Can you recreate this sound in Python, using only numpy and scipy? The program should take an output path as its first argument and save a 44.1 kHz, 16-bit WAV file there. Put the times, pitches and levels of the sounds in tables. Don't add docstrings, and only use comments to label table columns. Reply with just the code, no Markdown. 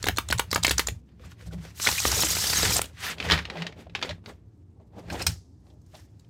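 import sys
import numpy as np
from scipy import signal
from scipy.io import wavfile
from scipy.ndimage import uniform_filter1d

SR = 44100
rng = np.random.default_rng(int(sys.argv[2]) if len(sys.argv) > 2 else 0)


def field_ratio(decibels):
    return 10 ** (np.asarray(decibels, dtype=float) / 20)


def persist_wave(psi):
    counts = np.round(np.clip(psi, -1, 1) * 32767).astype(np.int16)
    wavfile.write(sys.argv[1], SR, np.atleast_2d(counts).T)


N = 277551

# pitch in Hz, width in Hz, level in dB.
TABLE_LOW_MODES = [(64.7, 8.3, 0.5), (83, 23, 2.5), (105.8, 13, -1)]
# pitch in Hz, width in Hz, level in dB.
TABLE_UPPER_MODE = [(167, 15, 0)]
# frequency in Hz, level in dB per Hz.
RUB_TONE = [(700, -6), (1200, 0), (1800, 2.5), (2800, -0.5), (4000, -3.5), (7000, -20.5)]
# frequency in Hz, level in dB per Hz.
SHEEN_TONE = [(2800, -8.5), (4500, -5), (6500, -1.5), (10000, -11.5), (13000, -11), (16000, -16)]
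# frequency in Hz, level in dB per Hz.
FINGER_TONE = [(170, 1.5), (250, -1), (450, 0), (800, -5), (1200, -18)]
# frequency in Hz, level in dB per Hz.
ROOM_TONE = [(15, -55.5), (25, -29), (64, -23.5), (80, 2), (102, -6.5), (145, -12.5), (277, -17),
             (363, -20), (394, -31), (427, -33.5), (591, -35.5), (1750, -51.5), (2200, -62), (6000, -66),
             (16000, -88)]
ROOM_TONE_DB = -50.5
ROOM_T60_S, WALL_CUT_HZ, ROOM_DB = 0.12, 6700, -18
BURST = 2500
# start in seconds, peak in dB, pitch in Hz, air above it in dB, body below it in dB, length in ms.
CRACKS = [
    (2.817, -6.5, 7750, -14.5, -34, 1.6),
    (5.266, -8.5, 4835, -14.5, -30.5, 4.8),
]
# time in seconds, looseness as a plain factor.
LOOSENESS = [(0, 0.21), (2.02, 1), (2.07, .7), (2.79, 0.8), (2.83, 0.19), (3.16, 0.13), (3.22, 0.65),
             (4.15, 1), (4.25, .25), (6.29, 0.22)]
# start in seconds, peak in dB, edge pitch in Hz.
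THUMB_FLICKS = [(0.0268, -20.5, 4430), (0.0553, -22.5, 3955), (0.0742, -22, 3666), (0.1612, -31.5, 4030),
                (0.1707, -18.5, 4200), (0.2864, -21, 4000), (0.3089, -19.5, 4346), (0.3777, -27.5, 4004),
                (0.3828, -19, 4360), (0.5128, -15.5, 5100), (0.5454, -13.5, 7100), (0.633, -11, 3607),
                (0.666, -10, 4400), (0.6936, -13.5, 4600), (0.7125, -13.5, 7050), (0.7805, -7.5, 5560),
                (0.8699, -13, 6520)]
# start in seconds, peak in dB, edge pitch in Hz.
EDGE_FLICKS = [(1.8519, -20, 3960), (1.9125, -19.5, 5700), (2.0004, -19, 5500), (2.0762, -17, 5630),
               (2.116, -15.5, 5600), (2.127, -22, 6000), (2.2027, -17.5, 6860), (2.2225, -15, 4200),
               (2.4713, -17.5, 4900), (2.4982, -16, 4830), (2.5768, -16, 6400), (2.6281, -15, 4680),
               (2.7658, -12.5, 7500), (2.855, -32, 3810), (5.1941, -35, 4535), (5.222, -25.5, 5200),
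               (5.815, -59.5, 6230), (5.8616, -57.5, 6530), (6.1945, -51.5, 4580), (1.9794, -25, 2360)]
THUMB_MS, THUMB_AIR_DB, EDGE_MS, EDGE_AIR_DB = 1.2, -22, 1.7, -15
# start in seconds, peak in dB, card pitch in Hz, length in ms.
RIFFLE_SLAPS = [(0.041, -14.5, 1502, 2.5), (0.069, -13, 1406, 4), (0.086, -1.5, 1596, 1.06),
                (0.095, -23, 2730, 1.1), (0.184, -6.5, 1017, 2.6), (0.302, -16, 1757, 3.9),
                (0.326, -5, 1475, 2.3), (0.3957, -4, 1150, 2.8), (0.529, -10, 1125, 2.9),
                (0.5594, -4, 1227, 2.4), (0.578, -24, 1965, 1.5), (0.6473, -3.5, 2124, 3.2),
                (0.6798, -9, 1780, 3.3), (0.709, -7.5, 2998, 5.8), (0.794, -4.5, 1774, 4.1),
                (0.885, -14, 2040, 2.9)]
# start in seconds, peak in dB, card pitch in Hz, length in ms.
CASCADE_SLAPS = [(1.7985, -20, 1600, 4.4), (1.878, -12, 1940, 1.7), (1.888, -10.5, 914, 2.5),
                 (2.052, -9, 1053, 2.8), (2.138, -26, 1440, 3.9), (2.234, -14.5, 1390, 2.8),
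                 (2.533, -12.5, 1558, 4.0), (2.599, -21.5, 1290, 2), (2.652, -12.5, 1567, 6.3),
                 (2.842, -26, 2780, 3.9), (1.864, -13, 1560, 4.0), (1.871, -4, 2132, 3.3)]
# start in seconds, peak in dB, card pitch in Hz, length in ms.
GATHER_TAPS = [(1.196, -46, 1270, 4.2), (1.318, -36.5, 1230, 3.3), (1.461, -49.5, 3830, 6.4),
               (1.53, -40, 3370, 2.7), (2.793, -24.5, 1320, 1.8), (3.183, -28, 2540, 3.7),
               (3.201, -17.5, 2383, 5.2), (3.227, -21, 2500, 2.5), (3.249, -27.5, 2432, 5.3),
               (3.3, -5.5, 1840, 2.7), (3.3105, -3, 3206, 4.52), (3.319, -1, 3525, 6),
               (3.335, -8, 2960, 3.4), (3.377, -18, 1643, 4.9), (3.389, -17, 1680, 6.2)]
# start in seconds, peak in dB, card pitch in Hz, length in ms.
SQUARE_TAPS = [(3.448, -36, 1870, 3.6), (3.453, -20, 2560, 4.2), (3.5, -20, 1920, 4.3),
               (3.572, -27.5, 1580, 6.7), (3.621, -17.5, 2310, 4.8), (3.667, -20, 2920, 5.2),
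               (3.7245, -35, 1810, 3.7), (3.869, -49.5, 1320, 3.7), (3.897, -41.5, 2280, 4.2),
               (3.95, -15, 2200, 9.8), (3.992, -27, 1685, 2.3), (4.015, -26.5, 1660, 4.09),
               (4.026, -14, 3300, 6.6), (4.031, -15.5, 2300, 2.5), (4.06, -37.5, 1820, 3.3),
               (4.092, -20.5, 3570, 10), (4.108, -25, 1670, 7.1), (4.26, -26.5, 3990, 4),
               (5.102, -29, 2434, 5.7), (5.668, -53, 4090, 3.86)]
# time in seconds, rub in dB, gloss above it in dB, grip above it in dB.
RIFFLE_DRAG = [
    (0, -57.5, -1.5, -4),
    (0.45, -63.5, -7.5, 0.5),
    (0.74, -47, -3.5, -20.5),
    (0.95, -64.5, -1.5, 2),
    (1.02, -83, -4.5, 1.5),
]
# time in seconds, rub in dB, gloss above it in dB, grip above it in dB.
CASCADE_SLIDE = [(1.745, -63, 1, -8), (1.822, -44, 12.5, -23), (1.885, -34.5, 5, -10.5),
                 (2.03, -41.5, 12.5, -11), (2.09, -35, 7, -2.5), (2.42, -37.5, 11, -9.5),
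                 (2.66, -31.5, 3.5, -8), (2.785, -39, 13.5, -1.5), (2.805, -44, -6, 5)]
# peak time in seconds, rub in dB, gloss above it in dB, grip above it in dB, length in seconds.
STROKES = [(1.113, -70.5, -16, -6, 0.13), (1.254, -53, -6.5, -2, 0.072), (1.314, -54, -3, -16, 0.043),
           (1.414, -55, -6, -3, 0.071), (1.471, -56.5, 2.2, -1, 0.044), (1.535, -47.5, -2.5, 4, 0.032),
           (1.654, -51, -3, -3, 0.15), (2.815, -43, -5, -4, 0.1), (5.134, -47.5, 4.5, 1, 0.037),
           (3.254, -34.5, -12, 1, 0.093), (3.336, -24.5, -14.5, -10, 0.08), (3.519, -57, -13, 7, 0.2),
           (3.603, -42, -19, 4.5, 0.13), (3.804, -50.5, -11, 2.5, 0.067), (4.053, -43, -10, 4, 0.1),
           (4.294, -49.5, -4.5, 9.5, 0.051), (4.337, -70, -8.5, 8, .13), (4.821, -80.5, -10.5, 20.5, 0.085),
           (4.991, -55, -9.5, 8.5, 0.067), (5.142, -41.5, -8.5, 5, 0.099), (5.209, -35.5, -7.5, 1.5, 0.054),
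           (5.299, -45, 2.5, -3, 0.07), (5.689, -76.5, 2.5, 12.5, 0.15), (5.977, -60.5, 2.5, 0.5, 0.12),
           (6.209, -77, -2.5, 1, 0.19)]
STROKE_DROP_DB, STROKE_ROUND, STROKE_ATTACK = 22, 1.02, 0.94
# rub in dB, gloss in dB, grip in dB.
RESTING_DB = (-88, -85.5, -77.5)
# peak time in seconds, low boom in dB, upper mode in dB, length in seconds.
LEANS = [(0.1, -32.5, -43.5, 0.21), (0.35, -29.5, -41, 0.13), (0.588, -31.5, -36.5, 0.16),
         (0.733, -30.5, -43, 0.19), (0.913, -31.5, -45, .12), (1.27, -43, -50, 0.14),
         (1.487, -35, -39.5, 0.065), (1.572, -37.5, -32.5, 0.14), (1.9, -33, -41, 0.084),
         (2.102, -30, -50, 0.17), (2.297, -37.5, -46.5, 0.88), (2.662, -29, -33.5, 0.24),
         (3.116, -52.5, -47.5, 0.22), (3.336, -27.5, -29.5, 0.15), (3.63, -48.5, -31.5, 0.13),
         (3.922, -50.5, -50.5, 0.41), (4.12, -37.5, -40.5, 0.085), (4.31, -54, -55.5, 0.17),
         (5.133, -38, -39.5, 0.21), (5.29, -28.5, -37.5, 0.097)]
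TABLE_REST_DB, UPPER_STEEPER = (-55, -68), 1.3
# start in seconds, peak in dB.
PATS = [(2.05, -12.5), (2.082, -25), (2.125, -23), (2.165, -29), (2.191, -23), (2.232, -16), (2.365, -18.5),
        (2.498, -26), (2.532, -29), (2.593, -37), (2.628, -17), (2.705, -21.5), (2.758, -29), (2.79, -17)]
PAT_MS, PAT_LOW_HZ, PAT_TOP_HZ, PAT_DB, PAT_LAG_S = 1.6, 150, 1580, 4, 0.003354
# start in
# seconds, peak in dB, card pitch in Hz, length in ms.
DECK_TOUCHES = [(4.8, -62.5, 800, 6.0), (5.943, -40.5, 680, 16), (5.95, -39, 3500, 8.3),
                (2.897, -46, 1900, 2.8), (0.31, -19, 4400, 4.5), (5.7, -55, 3400, 13),
                (0.541, -24.5, 4500, 6.2), (3.287, -22, 2000, 8), (5.269, -6, 6300, 3.0),
                (6.247, -56, 3100, 3.1)]
SETTLE_S, SETTLE_DB, SETTLE_HZ, SETTLE_WIDTH_HZ, SETTLE_T60_S = 5.272, -40.5, 5180, 2300, 0.31
HAZE_DB = -82
# time in seconds, rub in dB, gloss above it in dB, grip above it in dB.
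PUSH_SLIDE = [
    (2.93, -64, -8.5, -24),
    (3.04, -34.5, -4.5, -13.5),
    (3.115, -33, -6, -11.5),
    (3.16, -56.5, -8, -9),
]
# time in seconds, peak in dB, pitch in Hz.
WHISTLES = [(1.853, -21.5, 3970.0), (1.869, -13, 2200.0), (1.886, -22.5, 4300.0), (1.888, -21.5, 2540.0),
            (1.978, -21.5, 2430.0), (1.99, -22, 2540.0), (1.994, -20, 6620.0), (1.998, -30, 5730.0),
            (2.079, -20.5, 5730.0), (2.104, -24, 6840.0), (2.114, -21.5, 6500.0), (2.114, -21.5, 5290.0),
            (2.145, -25, 5840.0), (2.155, -19, 6840.0), (2.209, -20, 6730.0), (2.21, -17.5, 5400.0),
            (2.22, -19, 3860.0), (2.26, -23.5, 6730.0), (2.282, -24, 5730.0), (2.302, -20.5, 6730.0),
            (2.386, -20.5, 5070.0), (2.435, -22, 5400.0), (2.469, -17.5, 4740.0), (2.497, -17, 4630.0),
            (2.519, -24, 4410.0), (2.532, -20, 4630.0), (2.558, -23, 4080.0), (2.571, -15.5, 6500.0),
            (2.588, -22, 5620.0), (2.61, -22.5, 6620.0), (2.624, -21.5, 3860.0), (2.628, -22, 4850.0),
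            (2.652, -22, 4520.0), (2.659, -23, 6390.0), (2.665, -25.5, 5180.0), (2.672, -23, 6730.0),
            (2.693, -22.5, 4190.0), (2.72, -22, 2430.0), (2.723, -22, 5290.0), (2.732, -23.5, 6950.0),
            (2.738, -24, 4960.0), (2.762, -23, 7390.0), (2.764, -19.5, 8490.0), (2.815, -25, 7830.0),
            (2.815, -25, 8820.0)]
WHISTLE_MS, WHISTLE_WIDTH_HZ, WHISTLE_DB = 2.6, 220, -1.5
# start in seconds,
# peak in dB, card pitch in Hz, length in ms.
DROPS = [(1.843, -22.5, 1510, 1.7), (2.126, -20, 900, 2.0), (2.166, -26.5, 1200, 2.5),
         (2.192, -22.5, 904, 2.5), (2.27, -16.5, 2600, 4.0), (2.331, -21, 1800, 2.5),
         (2.45, -28.5, 1340, 2.5), (2.465, -26.5, 1200, 3.3), (2.705, -21.5, 800, 3.0),
         (2.759, -23.5, 1100, 3.0), (2.782, -27, 1000, 2.4), (3.474, -38.5, 1800, 3.7),
         (4.24, -50, 800, 6.0), (4.3, -46, 1304, 15), (3.555, -31, 600, 7.9)]
# pitch in Hz, level in dB, t60 in seconds.
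BLOCK_MODES = [(850, -8.5, .03), (1560, -6.5, 0.061), (2500, 0.5, 0.045), (2920, -13.5, 0.12),
               (4200, -2, 0.058), (5200, -2.5, 0.068), (5600, -19, 0.11), (8340, -10, 0.087)]
# start in seconds, peak in dB, treble tilt in dB per octave.
KNOCKS = [
    (5.101, -32.5, -13.5),
    (5.196, -41.5, -4.5),
    (5.218, -33.5, 3.5),
    (5.266, -20.5, 3),
]
# time in seconds, peak in dB, pitch in Hz.
BOWS = [(0.085, -29, 730), (0.311, -21, 4300), (0.323, -16.5, 1494), (0.394, -19.5, 8000),
        (0.558, -26.5, 725), (0.631, -25, 4100), (0.691, -28.5, 1720), (0.708, -22.5, 1660),
        (0.868, -30.5, 1202), (1.196, -50.8, 500.0), (1.237, -50, 1190), (1.247, -53, 1430.0),
        (1.421, -51, 490), (1.508, -51, 1430.0), (1.852, -23.5, 3970), (1.913, -25, 4040.0),
        (1.954, -30.0, 2000), (2.02, -26.5, 4800.0), (2.089, -33.5, 365), (2.167, -31.5, 426),
        (2.232, -33, 306), (2.335, -25.5, 4800.0), (2.351, -22.5, 4800.0), (2.353, -36, 1430),
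        (2.371, -28, 2430), (2.385, -35, 980), (2.482, -33.5, 2020.0), (2.588, -19.5, 5710.0),
        (2.593, -31.5, 1030), (2.594, -31, 1670), (2.609, -29.5, 1420), (2.63, -32, 442),
        (2.681, -22.5, 4750), (2.757, -31.5, 710.0), (2.815, -30, 1420), (3.064, -27, 1710),
        (3.308, -26, 850.0), (3.308, -21, 1710), (3.499, -35, 2400), (3.515, -43.5, 425),
        (3.537, -41, 360.0), (3.572, -39.5, 610), (3.647, -42, 608), (4.03, -40.5, 500), (4.06, -36.5, 513),
        (4.094, -32.5, 612), (5.204, -34.5, 723), (5.991, -61, 1010.0)]
BOW_MS, BOW_CYCLES, BOW_WIDTH, BOW_DB = 1.8, 1.1, 0.14, 1.5
# start in seconds, peak in dB, edge pitch in Hz.
CREEPS = [(0.018, -47.5, 3500), (0.282, -42.5, 4200), (0.506, -33.5, 5000), (0.628, -28.5, 4950),
          (0.777, -31, 5540), (0.866, -34, 6540)]
# start in seconds, peak in dB, pitch in Hz, length in ms.
SCUFFS = [(3.51, -44, 545, 14), (3.545, -36, 650, 14), (3.64, -44, 600, 12), (3.864, -38.5, 614, 6.0),
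          (4.275, -47.5, 1105, 13), (4.295, -45.5, 1700, 9.0), (4.795, -53.5, 610, 12),
          (5.125, -35.5, 5460, 7.0), (5.108, -40, 4500, 9.0), (5.935, -45.5, 720, 9.0),
          (0.065, -20.5, 805, 3.0)]
# start in seconds, peak in dB, edge pitch in Hz.
SNAPS = [(0.0838, -21, 9000), (2.1165, -13, 6400), (2.2214, -17, 4400), (2.0025, -21, 5100),
         (2.766, -14, 7100), (2.1285, -21, 2900)]
PUSH_MS, PUSH_DB, PUSH_LAG = 0.45, -18, 0.88


def rms_one(x):
    return x / np.sqrt(np.mean(x ** 2) + 1e-20)


def peak_one(x):
    return x / (np.max(np.abs(x)) + 1e-20)


def in_time(rows):
    s, *columns = np.transpose(rows)
    return [np.interp(np.arange(N) / SR, s, column) for column in columns]


def at_hz(points, hz):
    point_hz, point_db = np.transpose(points)
    return np.interp(np.log(hz), np.log(point_hz), point_db)


def drift(rate):
    r = np.exp(-40 * np.pi * rate / SR)
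    white = rng.standard_normal(N // 20 + 2002)
    slow = signal.lfilter([1], [1, -2 * r, r * r], white)[2000:]
    return np.interp(np.arange(N) / 20, np.arange(len(slow)), rms_one(slow))


def resonate(x, hz, width_hz):
    r = np.exp(-np.pi * width_hz / SR)
    zeros = np.array([1, 0, -1]) * (1 - r * r) / 2
    return signal.lfilter(zeros, [1, -2 * r * np.cos(2 * np.pi * hz / SR), r * r], x)


def resonate_twice(x, hz, width_hz):
    return resonate(resonate(x, hz, width_hz), hz, width_hz)


def band(x, low_hz, high_hz):
    return signal.sosfilt(signal.butter(2, [low_hz, high_hz], "band", fs=SR, output="sos"), x)


def coloured(tone, patchy_db, shared, rate):
    octaves = np.log2(tone[-1][0] / tone[0][0])
    edges = tone[0][0] * 2 ** np.arange(0, octaves + .01, 1 / 2.5)
    white = rng.standard_normal((2, N))
    together = drift(rate)
    out = 0
    for k, (low, high) in enumerate(zip(edges, edges[1:])):
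        flicker = np.exp(np.log(field_ratio(patchy_db)) * (shared * together + drift(rate)))
        level = field_ratio(at_hz(tone, np.sqrt(low * high)))
        out = out + level * flicker * band(white[k % 2], low, high)
    return rms_one(out)


def swells(rows, rest_db, steeper):
    t = np.arange(0, N + 64, 64) / SR
    power = field_ratio(np.array(rest_db)[:, None] + 0 * t) ** 2
    for s, *peaks_db, length in rows:
        away = np.abs(t - s) / length / np.where(t < s, STROKE_ATTACK, 1)
        fall_db = np.outer(steeper, STROKE_DROP_DB * away ** STROKE_ROUND)
        power += field_ratio(np.array(peaks_db)[:, None] - fall_db) ** 2
    return np.array([np.interp(np.arange(N) / SR, t, gain) for gain in np.sqrt(power)])


def contacts(rows, sound):
    out = np.zeros(N + BURST)
    ms = np.arange(BURST) / SR * 1e3
    chances = rng.standard_normal((len(rows), 3, BURST))
    for (s, peak_db, *look), chance in zip(rows, chances):
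        at = round(s * SR)
        out[at:at + BURST] += field_ratio(peak_db) * sound(ms, chance, *look)
    return out[:N]


def landed(rows, air_db, air_lag, body_db, body_lag):
    return [(s, db, hz, air_db - air_lag * db, body_db - body_lag * db, ms) for s, db, hz, ms in rows]


def room_hush():
    return field_ratio(ROOM_TONE_DB - 3) * coloured(ROOM_TONE, patchy_db=-1.5, shared=0.27, rate=1.5)


def room(x):
    t = np.arange(SR // 2) / SR
    white = rng.standard_normal(len(t))
    dull = band(white, 150, WALL_CUT_HZ)
    tail = dull * field_ratio(-60 * t / ROOM_T60_S) + (white - dull) * field_ratio(-60 * t / (1.16 * ROOM_T60_S))
    tail *= np.clip(t / 0.0052, 0, 1)
    return field_ratio(ROOM_DB) * signal.fftconvolve(x, tail / np.sqrt(np.sum(tail ** 2)))[:N]


def squeaks(per_s, cycles):
    caught = rng.random(N) < per_s / SR
    sizes = field_ratio(2.0 * np.minimum(rng.exponential(1, N), 4)) * caught
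    pitches = np.geomspace(3500, 8500, 9)
    dealt = rng.integers(0, 9, N)
    catches = np.stack([sizes * (dealt == k) for k in range(9)])
    smear = signal.lfilter([1], [1, -.985], catches + 1e-18)
    white = rng.standard_normal(N)
    return rms_one(sum(resonate(e * white, hz, hz / cycles) for e, hz in zip(smear, pitches)))


def flutter(per_s, ms):
    cards = rng.exponential(1, N) * (rng.random(N) < per_s / SR)
    swell = signal.lfilter([1], [1, -np.exp(-1e3 / (ms * SR))], uniform_filter1d(cards, size=30))
    gain = 1 + np.maximum(in_time(LOOSENESS)[0], 0) * swell / 0.92
    return gain / np.sqrt(uniform_filter1d(gain ** 2, size=9000))


def sliding():
    strokes = [(s, db, db + gloss, db + grip, length) for s, db, gloss, grip, length in STROKES]
    power = swells(strokes, RESTING_DB, [1, 1.05, .8]) ** 2
    t = np.arange(N) / SR
    for rows in (RIFFLE_DRAG, CASCADE_SLIDE, PUSH_SLIDE):
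        rub, gloss, grip = in_time(rows)
        on = (t >= rows[0][0]) & (t < rows[-1][0])
        power[:, on] += field_ratio(rub[on] + [0 * rub[on], gloss[on], grip[on]]) ** 2
    return np.sqrt(power)


def rubbing():
    rub_gain, sheen_gain, finger_gain = sliding()
    rub = coloured(RUB_TONE, patchy_db=1.5, shared=1.0, rate=30)
    gloss = coloured(SHEEN_TONE, patchy_db=1.63, shared=1.0, rate=31)
    sheen = rms_one(gloss + field_ratio(-10) * squeaks(per_s=810, cycles=49))
    fingers = coloured(FINGER_TONE, patchy_db=2.0, shared=1.1, rate=8.1)
    cards = flutter(per_s=95, ms=2.5)
    out = rub_gain * rub * cards ** 0.6
    out += sheen_gain * sheen * cards ** 0.22
    return out + finger_gain * fingers * cards ** 1.2


def flick(ms, chance, hz, air_db, length):
    a, b, c = chance
    length = max(length, .3)
    shape = (ms / length) ** 1.4 * np.exp(-ms / length)
    slips = shape * a * np.abs(b) ** 0.48
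    edge = peak_one(resonate_twice(slips, hz, 0.26 * hz))
    edge = peak_one(edge + field_ratio(2.0) * peak_one(band(band(slips, 4100, 9300), 3500, 8100)))
    air = field_ratio(air_db + 6.5) * peak_one(band(shape * c, 8000, 15500))
    return edge + air + field_ratio(-13.0) * peak_one(band(slips, 550, 1800))


def edge_creeps():
    return contacts([(*row, -24.0, 1.6) for row in CREEPS], flick)


def edge_flicks():
    flicks = [(*row, THUMB_AIR_DB, THUMB_MS) for row in THUMB_FLICKS]
    flicks += [(*row, EDGE_AIR_DB, EDGE_MS) for row in EDGE_FLICKS]
    return contacts(flicks, flick)


def air_push(ms, chance):
    away = (ms - 2) / PUSH_MS
    return peak_one(band(away * np.exp(-away ** 2 / 2), 110, 1500))


def landing_air():
    return contacts([(s - .002, PUSH_DB + PUSH_LAG * db) for s, db, *_ in RIFFLE_SLAPS], air_push)


def slap(crack_db, broad_db, top_hz, air_db, body_db):
    def sound(ms, chance, hz, air, body, length):
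        a, b, c = chance
        shape = (1 - np.exp(-ms / 0.32)) * np.exp(-ms / max(length, .3))
        slips = shape * a * np.abs(b) ** 0.59
        slips[8] += field_ratio(crack_db) * np.sign(a[0])
        card = peak_one(resonate(slips, hz, 0.34 * hz))
        card = peak_one(card + field_ratio(broad_db) * peak_one(band(slips, 420, top_hz)))
        card = band(card, 180, 1.02 * top_hz)
        hiss = field_ratio(air + air_db) * peak_one(band(shape * c, 6000, 16000))
        return card + hiss + field_ratio(body + body_db - 4.0) * peak_one(band(slips, 220, 750))
    return sound


def flat_landings():
    slaps = landed(RIFFLE_SLAPS, air_db=-18.0, air_lag=0.045, body_db=-25.5, body_lag=1.0)
    slaps += landed(CASCADE_SLAPS, air_db=-21.0, air_lag=.05, body_db=-20.5, body_lag=0.31)
    return contacts(slaps, slap(crack_db=9.0, broad_db=4.0, top_hz=5030, air_db=5.5, body_db=7.5))


def scuff(ms, chance, hz, length):
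    rub = ms / length * np.exp(-1.6 * ms / length) * chance[0] * np.abs(chance[1]) ** 0.48
    return peak_one(resonate_twice(rub, hz, 0.4 * hz))


def corner_snaps():
    return contacts([(*row, -12.0, .45) for row in SNAPS], flick)


def bow(ms, chance, hz):
    length = BOW_MS + 1e3 * BOW_CYCLES / hz
    puff = (ms / length) ** 2 * np.exp(-2 * ms / length) * chance[0]
    return field_ratio(BOW_DB) * peak_one(resonate_twice(puff, hz, BOW_WIDTH * hz))


def table():
    gains = swells(LEANS, TABLE_REST_DB, [1, UPPER_STEEPER])
    whites = rng.standard_normal((2, N))
    out = 0
    for gain, white, modes in zip(gains, whites, (TABLE_LOW_MODES, TABLE_UPPER_MODE)):
        top = sum(field_ratio(db) * resonate_twice(white, hz, width) / np.sqrt(width) for hz, width, db in modes)
        power = uniform_filter1d(uniform_filter1d(rms_one(top) ** 2, size=1800), size=1800)
        out = out + gain * rms_one(top / (power + .05) ** 0.29)
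    return out


def deck_touches():
    touches = landed(DECK_TOUCHES, air_db=-24.5, air_lag=.05, body_db=-20.0, body_lag=.05)
    return contacts(touches, slap(crack_db=9.0, broad_db=-11.5, top_hz=6140, air_db=-2.5, body_db=-1.5))


def deck_taps():
    taps = landed(GATHER_TAPS, air_db=-25.0, air_lag=.15, body_db=-22.5, body_lag=0.19)
    taps += landed(SQUARE_TAPS, air_db=-29, air_lag=.1, body_db=-31.0, body_lag=0.57)
    tick = slap(crack_db=13.0, broad_db=4.5, top_hz=4500, air_db=-9.0, body_db=5.5)
    return field_ratio(1.5) * contacts(taps, tick)


def single_drops():
    drops = landed(DROPS, air_db=-30, air_lag=.05, body_db=-10.0, body_lag=.05)
    return contacts(drops, slap(crack_db=3, broad_db=-4.5, top_hz=3500, air_db=-1.5, body_db=-3.5))


def whistle(ms, chance, hz):
    puff = (ms / WHISTLE_MS) ** 2 * np.exp(-2 * ms / WHISTLE_MS) * chance[0]
    return field_ratio(WHISTLE_DB) * peak_one(resonate_twice(puff, hz, WHISTLE_WIDTH_HZ))


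def pat(ms, chance):
    push = 0.34 * chance[0] * np.exp(-ms / PAT_MS)
    push[4] += 2.7 * np.sign(chance[1, 0])
    return field_ratio(PAT_DB) * peak_one(band(push, PAT_LOW_HZ, PAT_TOP_HZ))


def corner_cracks():
    return field_ratio(-0.5) * contacts(CRACKS, slap(crack_db=8.5, broad_db=0, top_hz=8000, air_db=8, body_db=0.0))


def block():
    t = np.arange(N) / SR
    out = 0
    for (hz, db, t60), white in zip(BLOCK_MODES, rng.standard_normal((len(BLOCK_MODES), N))):
        octaves_up = max(np.log2(hz / 2500), 0)
        level = 0
        for s, peak_db, tilt_db in KNOCKS:
            ring_db = peak_db + db + tilt_db * octaves_up - 60 * np.abs(t - s) / t60
            level = level + (t > s) * field_ratio(ring_db)
        out = out + level * rms_one(resonate(white, hz, 140))
    return out


def settling():
    after = np.arange(N) / SR - SETTLE_S
    level = field_ratio(SETTLE_DB - 60 * np.abs(after) / SETTLE_T60_S) + field_ratio(HAZE_DB)
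    leak = resonate(rng.standard_normal(N), SETTLE_HZ, SETTLE_WIDTH_HZ)
    return (after > 0) * level * rms_one(resonate(leak, SETTLE_HZ, 3 * SETTLE_WIDTH_HZ))


def scene():
    cards = edge_flicks() + flat_landings() + deck_taps() + corner_cracks()
    out = room_hush() + cards + field_ratio(8.5) * room(cards)
    out += rubbing() + table()
    out += edge_creeps() + landing_air() + corner_snaps()
    out += contacts(SCUFFS, scuff)
    out += contacts(np.add(BOWS, [-.0015, 0, 0]), bow)
    out += contacts(np.add(WHISTLES, [-.002, 0, 0]), whistle)
    out += contacts(np.add(PATS, [PAT_LAG_S, 0]), pat)
    out += deck_touches() + single_drops() + block() + settling()
    return out[None]


def band_limit(x):
    return signal.sosfilt(signal.butter(12, 15760, fs=SR, output="sos"), x)


def record(dry):
    mix = 0.56 * np.tanh(dry / 0.57)
    return band_limit(mix)


dry = scene()
out = record(dry)
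persist_wave(out)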